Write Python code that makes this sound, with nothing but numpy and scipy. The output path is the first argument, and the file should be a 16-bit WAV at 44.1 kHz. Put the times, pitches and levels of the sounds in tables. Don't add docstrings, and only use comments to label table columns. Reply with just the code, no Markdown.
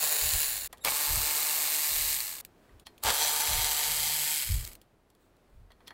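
import sys
import numpy as np
from scipy import signal
from scipy.fft import rfft, irfft, next_fast_len
from scipy.io import wavfile
from scipy.ndimage import uniform_filter1d, map_coordinates

SR = 44100
rng = np.random.default_rng(int(sys.argv[2]) if len(sys.argv) > 2 else 0)


def write(x):
    x = np.atleast_2d(x).T
    wavfile.write(sys.argv[1], SR, np.round(np.clip(x, -1, 1) * 32767).astype(np.int16))


N = 261513
T = np.arange(N) / SR
FULL_SPEED = 151.2

# frequency in Hz, relative level in dB.
HEAD_SPECTRA = [
    [(880, -28), (1500, -10.5), (1810, -4.5), (1970, -9), (2680, -6), (3320, -11), (4130, -1.5),
     (5280, -10), (6230, -10), (6950, -0.5), (9240, -7), (10500, -0.5), (11900, -7), (14900, -0.5),
     (15700, -4.5)],
    [(880, -38), (1500, -26), (1690, -6.5), (1970, -6), (2180, -2.5), (2550, -5.5), (2810, -4),
     (3170, -8.5), (4210, -0.5), (5540, -6.5), (8290, 0.5), (9890, -5), (12000, 0), (15100, -1.5),
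     (15700, -5)],
    [(880, -39.5), (1500, -10), (1640, -10), (2200, -3), (2730, -6.5), (3200, -2), (3490, -6.5), (4050, -3),
     (4880, -2), (5760, -9.5), (8130, 0.5), (9060, -6.5), (10800, -2.5), (12300, -1.5), (15700, -7)],
]
# frequency in Hz, relative level in dB.
STEEL_SPECTRUM = [(1200, -43.5), (2400, -2.5), (3400, 0), (4400, 0.5), (6000, -6.5), (9000, -33)]


def amp(db):
    return 10 ** (np.asarray(db) / 20)


def unit(x):
    return x / np.sqrt(np.mean(x ** 2) + 1e-20)


def levelled(x, seconds=0.1):
    window = seconds * SR
    power = np.abs(uniform_filter1d(uniform_filter1d(x * x, int(window)), int(window / 2)))
    return x / np.sqrt(power + power.max() / 10 ** 4)


def wobble(rate):
    values = rng.standard_normal(int(T[-1] * rate) + 4)
    grid = np.arange(0, T[-1] * rate + 1, 1 / 8)
    return np.interp(T * rate, grid, map_coordinates(values, [grid]))


def swells(rows):
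    return sum(amp(db) * np.exp(-.5 * ((T - s) / width) ** 2) for s, width, db in rows)


def held(start, hold, db, rise, fall):
    early, late = np.maximum(start - T, 0), np.maximum(T - start - hold, 0)
    return amp(db) * np.exp(-(early / rise + late / fall) / hold)


def filtered(x, response):
    size = 2 * next_fast_len(len(x) // 2 + 4096)
    hz = np.fft.rfftfreq(size, 1 / SR)
    return irfft(rfft(x, size) * response(hz), size)[:len(x)]


def colour(points):
    def response(hz):
        point_hz, db = np.transpose(points)
        gain = amp(np.interp(np.log(hz + 1), np.log(point_hz), db))
        cepstrum = irfft(np.log(gain))
        half = len(cepstrum) // 2
        return np.exp(rfft(np.r_[cepstrum[0], 2 * cepstrum[1:half], np.zeros(half)]))
    return response


def resonances(modes):
    return lambda f: sum((-1) ** k * amp(db) * 1j * f * width / (hz * hz - f * f + 1j * f * width)
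                         for k, (hz, width, db) in enumerate(modes))


def noise(spectrum):
    return unit(filtered(rng.standard_normal(N), colour(spectrum)))


def air_puffs():
    # start in seconds, hold in seconds, level in dB.
    puffs = [(0.228, 0.043, -42), (0.339, 0.024, -35), (0.435, 0.13, -56), (0.647, 0.016, -53),
             (0.86, .06, -54.5), (1.105, 0.072, -36.5), (1.942, .11, -47), (2.726, 0.036, -57),
             (3.054, .035, -41.5), (3.16, .2, -61.5), (3.51, .09, -37.5), (3.88, 0.16, -52),
             (4.5, 0.065, -29.5), (5.545, 0.088, -54)]
    # frequency in Hz, relative level in dB.
    puff_spectrum = [(12, -27.5), (22, -8), (40, 4), (65, -3), (100, -9), (150, -25), (300, -57)]
    eddy_spectrum = [(40, -24), (70, 8.5), (110, -2), (160, -6.5), (240, -27), (400, -62.5)]
    draught = amp(-72.5)
    flow = draught + np.max([held(*puff, rise=.21, fall=.75) for puff in puffs], axis=0)
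    buffet = flow * levelled(noise(puff_spectrum), seconds=.024)
    eddies = amp(5) * flow ** 1.38 * levelled(noise(eddy_spectrum), seconds=.024)
    return buffet + eddies


def garage():
    # time in seconds, level in dB.
    levels = [(0, -61.5), (2.7, -62), (3, -62.5), (4.7, -60.5), (5, -68.5), (5.9, -64.5)]
    # frequency in Hz, relative level in dB.
    spectrum = [(30, -11.5), (60, -5.5), (130, -4), (370, -5), (600, -8), (900, -12.5), (1400, -16),
                (2500, -22.5), (4500, -27.5), (6000, -31), (15500, -34)]
    level_db = np.interp(T, *np.transpose(levels)) + 1.1 * wobble(9.7)
    return amp(level_db) * noise(spectrum)


def crank(start, release, coast, load_sag=.33, spin_up_s=.06):
    driven = 1 - load_sag * np.exp(-np.maximum(T - start, 0) / spin_up_s)
    coasting = np.clip(1 - (T - release) / coast, .05, 1) ** 1.14
    return FULL_SPEED * driven * coasting


def strikes(turns, running, offset, jitter_s, scatter_db):
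    at = np.flatnonzero((np.diff(np.floor(turns - offset)) > 0) & running[1:])
    late, size = rng.standard_normal((len(at), 2)).T
    at = np.clip(at + np.round(late * jitter_s * SR).astype(int), 0, N - 1)
    return np.bincount(at, amp(scatter_db * size), N)


def rattle(blows, t60, bay_db, bay_t60):
    t = np.arange(SR // 5) / SR
    decay = amp(-60 * t / t60) ** 2 + amp(bay_db - 60 * t / bay_t60) ** 2
    energy = np.abs(signal.fftconvolve(blows ** 2, decay)[:N])
    return np.sqrt(energy) * rng.standard_normal(N)


def reflections(x, level_db, count=7):
    delays = (rng.uniform(.0005, .009, count) * SR).astype(int)
    return x + amp(level_db) * sum(wobble(3) * np.pad(x, (d, 0))[:N] for d in delays)


def motor_hum(turns):
    level = amp(-68) + held(start=3.86, hold=.36, db=-54.5, rise=.15, fall=.25)
    return level * amp(3.3 * wobble(25)) * np.sin(2 * np.pi * turns + .73 * wobble(23))


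def burst(pull, strength, head_spectrum, panel_spectrum):
    # frequency in Hz, bandwidth in Hz, relative level in dB.
    bar_modes = [(724, 27, -8.5), (914, 40, -6.5), (1196, 28, -7.5), (2280, 550, -19), (3260, 76, -5),
                 (4133, 520, -10.5), (6010, 150, -6.5), (7440, 800, -13)]
    start, release, coast, stop = pull
    attack_s = .004
    running = (T > start - 5 * attack_s) & (T <= stop)
    gate = uniform_filter1d(running * np.exp(-np.maximum(start - T, 0) / attack_s), 100)
    rate = crank(start, release, coast)
    turns = np.cumsum(rate * (1 + .011 * wobble(25))) / SR

    full_pawl_db, full_panel_db, full_bar_db, loss_db = strength
    octaves = np.log2(rate / FULL_SPEED)
    turns_undone = FULL_SPEED * max(-start, 0) + np.cumsum(rate * running) / SR
    slack_db = loss_db * (turns_undone / 170) ** 2.16
    grip_db = 22 * np.exp(-turns_undone / 5)
    unload_db = .8 * np.clip((T - release) / .08, 0, 1)
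    pawl_db = full_pawl_db + 9.5 * octaves - unload_db
    panel_db = full_panel_db + 4 * octaves - slack_db
    bar_db = full_bar_db + 22 * octaves - slack_db - grip_db + 2 * wobble(13)

    snap = strikes(turns, running, offset=0, jitter_s=.00009, scatter_db=1.7)
    rebound = strikes(turns, running, offset=.3, jitter_s=.00011, scatter_db=1.5)
    drag = strikes(turns, running, offset=.15, jitter_s=.0008, scatter_db=3.5)
    teeth = strikes(7 * turns, running, offset=0, jitter_s=.0006, scatter_db=3)
    vigour = (rate / FULL_SPEED) ** .25
    blows = vigour * (snap + .7 * rebound + .6 * drag) + .22 * teeth

    clatter = reflections(rattle(blows, t60=.0051, bay_db=-7.5, bay_t60=.054), level_db=-18.5)
    head = amp(pawl_db) * levelled(filtered(clatter, colour(head_spectrum)))
    shake = unit(snap) + 1.42 * unit(rattle(blows, t60=.029, bay_db=-1.5, bay_t60=.15))
    panel = amp(panel_db) * levelled(filtered(shake, colour(panel_spectrum)))
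    bar = amp(bar_db) * levelled(filtered(shake, resonances(bar_modes)))
    return gate * (head + panel + bar + motor_hum(turns))


def ratchet():
    # start, release, coasting time and end of the sound, all in seconds.
    pulls = [(-.5, .425, 0.49, .675), (.847, 2.121, 0.46, 2.412), (3.036, 4.369, .45, 4.762)]
    # pawl, panel and bar levels at full speed, before losses, and the
    # loss of shaking after 170 crank turns, all in dB.
    strengths = [(-26.5, -40, -62, 14.5), (-28, -42, -60, 6), (-29, -39, -32.5, 10)]
    # frequency in Hz, relative level in dB.
    panel_spectra = [
        [(150, -52), (250, -15.5), (284, -24), (353, -26), (456, 4), (506, -3.5), (614, 3.5), (692, 0),
         (793, 7), (962, -4), (1070, 6.5), (1300, -8.5), (1700, -7.5), (2210, -43), (3740, -120)],
        [(150, -45), (250, -15), (301, -5.5), (408, -15), (460, 0), (540, -11), (604, 1), (692, -3), (895, 6.5),
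         (977, -4.5), (1050, 5), (1450, -1.5), (1700, 1), (2210, -33.5), (3740, -120)],
        [(150, -55.5), (250, -17.5), (408, -12.5), (456, -5.5), (536, -10), (604, -2.5), (687, -10),
         (732, -7.5), (888, 0.5), (1110, -8.5), (1180, 5.5), (1290, -2.5), (1700, -5), (2210, -37),
         (3740, -120)],
    ]
    return sum(burst(*parts) for parts in zip(pulls, strengths, HEAD_SPECTRA, panel_spectra))


def hits(times, dbs, response, t60, bay_db, bay_t60):
    blows = np.bincount(np.round(times * SR).astype(int), amp(dbs), N)
    impulse_response = filtered(np.r_[1., np.zeros(SR // 4)], response)
    return filtered(rattle(blows, t60, bay_db, bay_t60), response) / np.linalg.norm(impulse_response)


def socket_ring(times, dbs):
    # frequency in Hz, relative level in dB, time to fall 60 dB in seconds.
    modes = [(1880, -5, 0.15), (2290, -7.5, 0.11), (2506, -5.5, .06), (3230, 8, 0.04), (3420, 6, 0.046),
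             (4270, 0, 0.11), (4450, -7, 0.074), (11000, -4, 0.069)]
    hz, level_db, t60 = np.transpose(modes)[:, :, None]
    t = np.arange(SR // 5) / SR
    onset = 1 - np.exp(-t / .000694)
    out = np.zeros(N + len(t))
    for s, db in zip(times, dbs):
        strength, detune, phase = rng.standard_normal((3, len(modes), 1))
        decays = amp(level_db + 2 * strength - 60 * t / t60)
        tones = np.sin(2 * np.pi * (hz * (1 + detune / 200) * t + phase))
        out[round(s * SR):][:len(t)] += amp(db) * (decays * tones).sum(0) * onset
    return out[:N]


def contacts(rows, clack_db, knock_db, tick_db, ring_db):
    # frequency in Hz, relative level in dB.
    knock_spectrum = [(250, -22), (650, -5), (1100, 1), (1450, -9.5), (1900, 0), (2500, -18), (5000, -46.5)]
    tick_spectrum = [(4000, -35), (7000, 4.5), (11500, 2.5), (16000, -1)]
    s, db = np.transpose(rows)
    clack = hits(s, db + clack_db, colour(STEEL_SPECTRUM), t60=.015, bay_db=-18, bay_t60=.11)
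    knock = hits(s, db + knock_db, colour(knock_spectrum), t60=.07, bay_db=-14.5, bay_t60=.16)
    tick = hits(s, db + tick_db, colour(tick_spectrum), t60=.026, bay_db=-18, bay_t60=.11)
    return clack + knock + tick + socket_ring(s, db + ring_db)


def handling():
    # time in seconds, base level in dB.
    socket_clinks = [(0.7268, -52), (2.863, -49.5), (2.868, -37), (5.7185, -52.5), (5.8728, -45),
                     (5.8786, -38)]
    part_knocks = [(.729, -42.5), (.792, -59), (2.6915, -60.5), (5.7046, -54), (5.8052, -57.5),
                   (5.906, -42.5)]
    light_ticks = [(.728, -36), (.773, -53), (.7804, -51), (2.797, -47.5), (2.9797, -49), (3.0036, -63),
                   (4.815, -48.5), (5.102, -57.5), (5.1503, -61), (5.3674, -65)]
    clinks = contacts(socket_clinks, clack_db=-3.5, knock_db=-13.5, tick_db=-8.5, ring_db=-16)
    knocks = contacts(part_knocks, clack_db=-8.5, knock_db=-1.5, tick_db=-19, ring_db=-17)
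    ticks = contacts(light_ticks, clack_db=-5.5, knock_db=-30.5, tick_db=-4.5, ring_db=-25)
    lead_s, width_s, slide_db = .0028, .0048, -21.5
    sliding = swells([(s - lead_s, width_s, db + slide_db) for s, db in socket_clinks])
    return clinks + knocks + ticks + sliding * noise(STEEL_SPECTRUM)


def controller_whine(width_s=.01):
    # time in seconds, base level in dB.
    squeezes = [(0.825, -52.5), (3.023, -67.5)]
    # frequency in Hz, relative level in dB.
    harmonics = [(3740, -4), (7480, -5.5), (11220, -5)]
    tone = sum(amp(db) * np.sin(2 * np.pi * hz * T + .78 * wobble(500)) for hz, db in harmonics)
    return swells([(s, width_s, db) for s, db in squeezes]) * tone


def bolt_jolts(blow_gap_s=.009, scatter_db=2):
    # start and length in seconds, then ring level,
    # thud level and growth over the run in dB.
    runs = [(0.847, .04, -25, -30, -4.5), (.92, .005, -30, -35, 0), (3.049, .06, -23.5, -30.5, 2)]
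    # frequency in Hz, relative level in dB.
    ring_spectrum = [(820, -28.5), (1400, -3), (2260, -6.5), (2740, -8), (3160, -3), (6080, -12.5),
                     (8330, -9.5), (10100, -19), (15100, -23.5), (16000, -9.5)]
    thud_spectrum = [(30, -17), (70, -14.5), (200, -10), (330, -12.5), (460, -1.5), (650, -2.5), (860, 4.5),
                     (1200, -3), (1500, -17), (2200, -39)]
    # time in seconds, level in dB.
    pawl_snaps = [(0.8494, -14), (0.85, -28), (2.4499, -32.5), (3.037, -20), (4.6503, -28), (4.6753, -29),
                  (4.7061, -45), (4.7326, -40), (4.753, -38)]
    bolt_blows = [(0.872, -25), (.882, -27)]
    # frequency in Hz, bandwidth in Hz, relative level in dB.
    bolt_modes = [(2264, 130, 6), (3220, 140, -17)]
    blows = [(start + beat, ring + growth * beat / length, thud + growth * beat / length)
             for start, length, ring, thud, growth in runs
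             for beat in np.arange(0, length, blow_gap_s)]
    s, ring_db, thud_db = np.transpose(blows)
    uneven_db = scatter_db * rng.standard_normal(len(s))
    ring = hits(s, ring_db + uneven_db, colour(ring_spectrum), t60=.015, bay_db=-5.5, bay_t60=.082)
    thud = hits(s, thud_db + uneven_db, colour(thud_spectrum), t60=.072, bay_db=-17, bay_t60=.12)
    snap = hits(*np.transpose(pawl_snaps), colour(HEAD_SPECTRA[1]), t60=.0085, bay_db=-18.5, bay_t60=.061)
    bolt = hits(*np.transpose(bolt_blows), resonances(bolt_modes), t60=.043, bay_db=-25.5, bay_t60=.058)
    return ring + thud + snap + bolt


def glove_rustle(grain_db=3, grains_per_s=90):
    # centre in seconds, width in seconds, level in dB.
    brushes = [(2.63, 0.052, -81.5), (5.24, .04, -75.5), (5.56, 0.04734, -80)]
    # frequency in Hz, relative level in dB.
    spectrum = [(1500, -9.5), (4000, 7), (6000, -4), (8000, 9), (10000, -3), (15000, 5)]
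    grain = amp(grain_db * wobble(grains_per_s))
    return swells(brushes) * unit(grain * noise(spectrum))


def scene():
    tool = ratchet() + bolt_jolts() + handling() + glove_rustle() + controller_whine()
    dip_times, dip_width_s, dip_db = (.686, 2.846), .0062, -14
    dips = amp(dip_db * swells([(s, dip_width_s, 0) for s in dip_times]))
    background = (air_puffs() + garage()) * dips
    return (tool + background)[None]


def record(dry, cutoff_hz=15830, edge_hz=160):
    def low_pass(hz):
        edge = np.clip((cutoff_hz - hz) / edge_hz + .5, 0, 1)
        return np.sin(np.pi / 2 * edge) ** 2
    return np.array([filtered(x, low_pass) for x in dry])


dry = scene()
out = record(dry)
write(out)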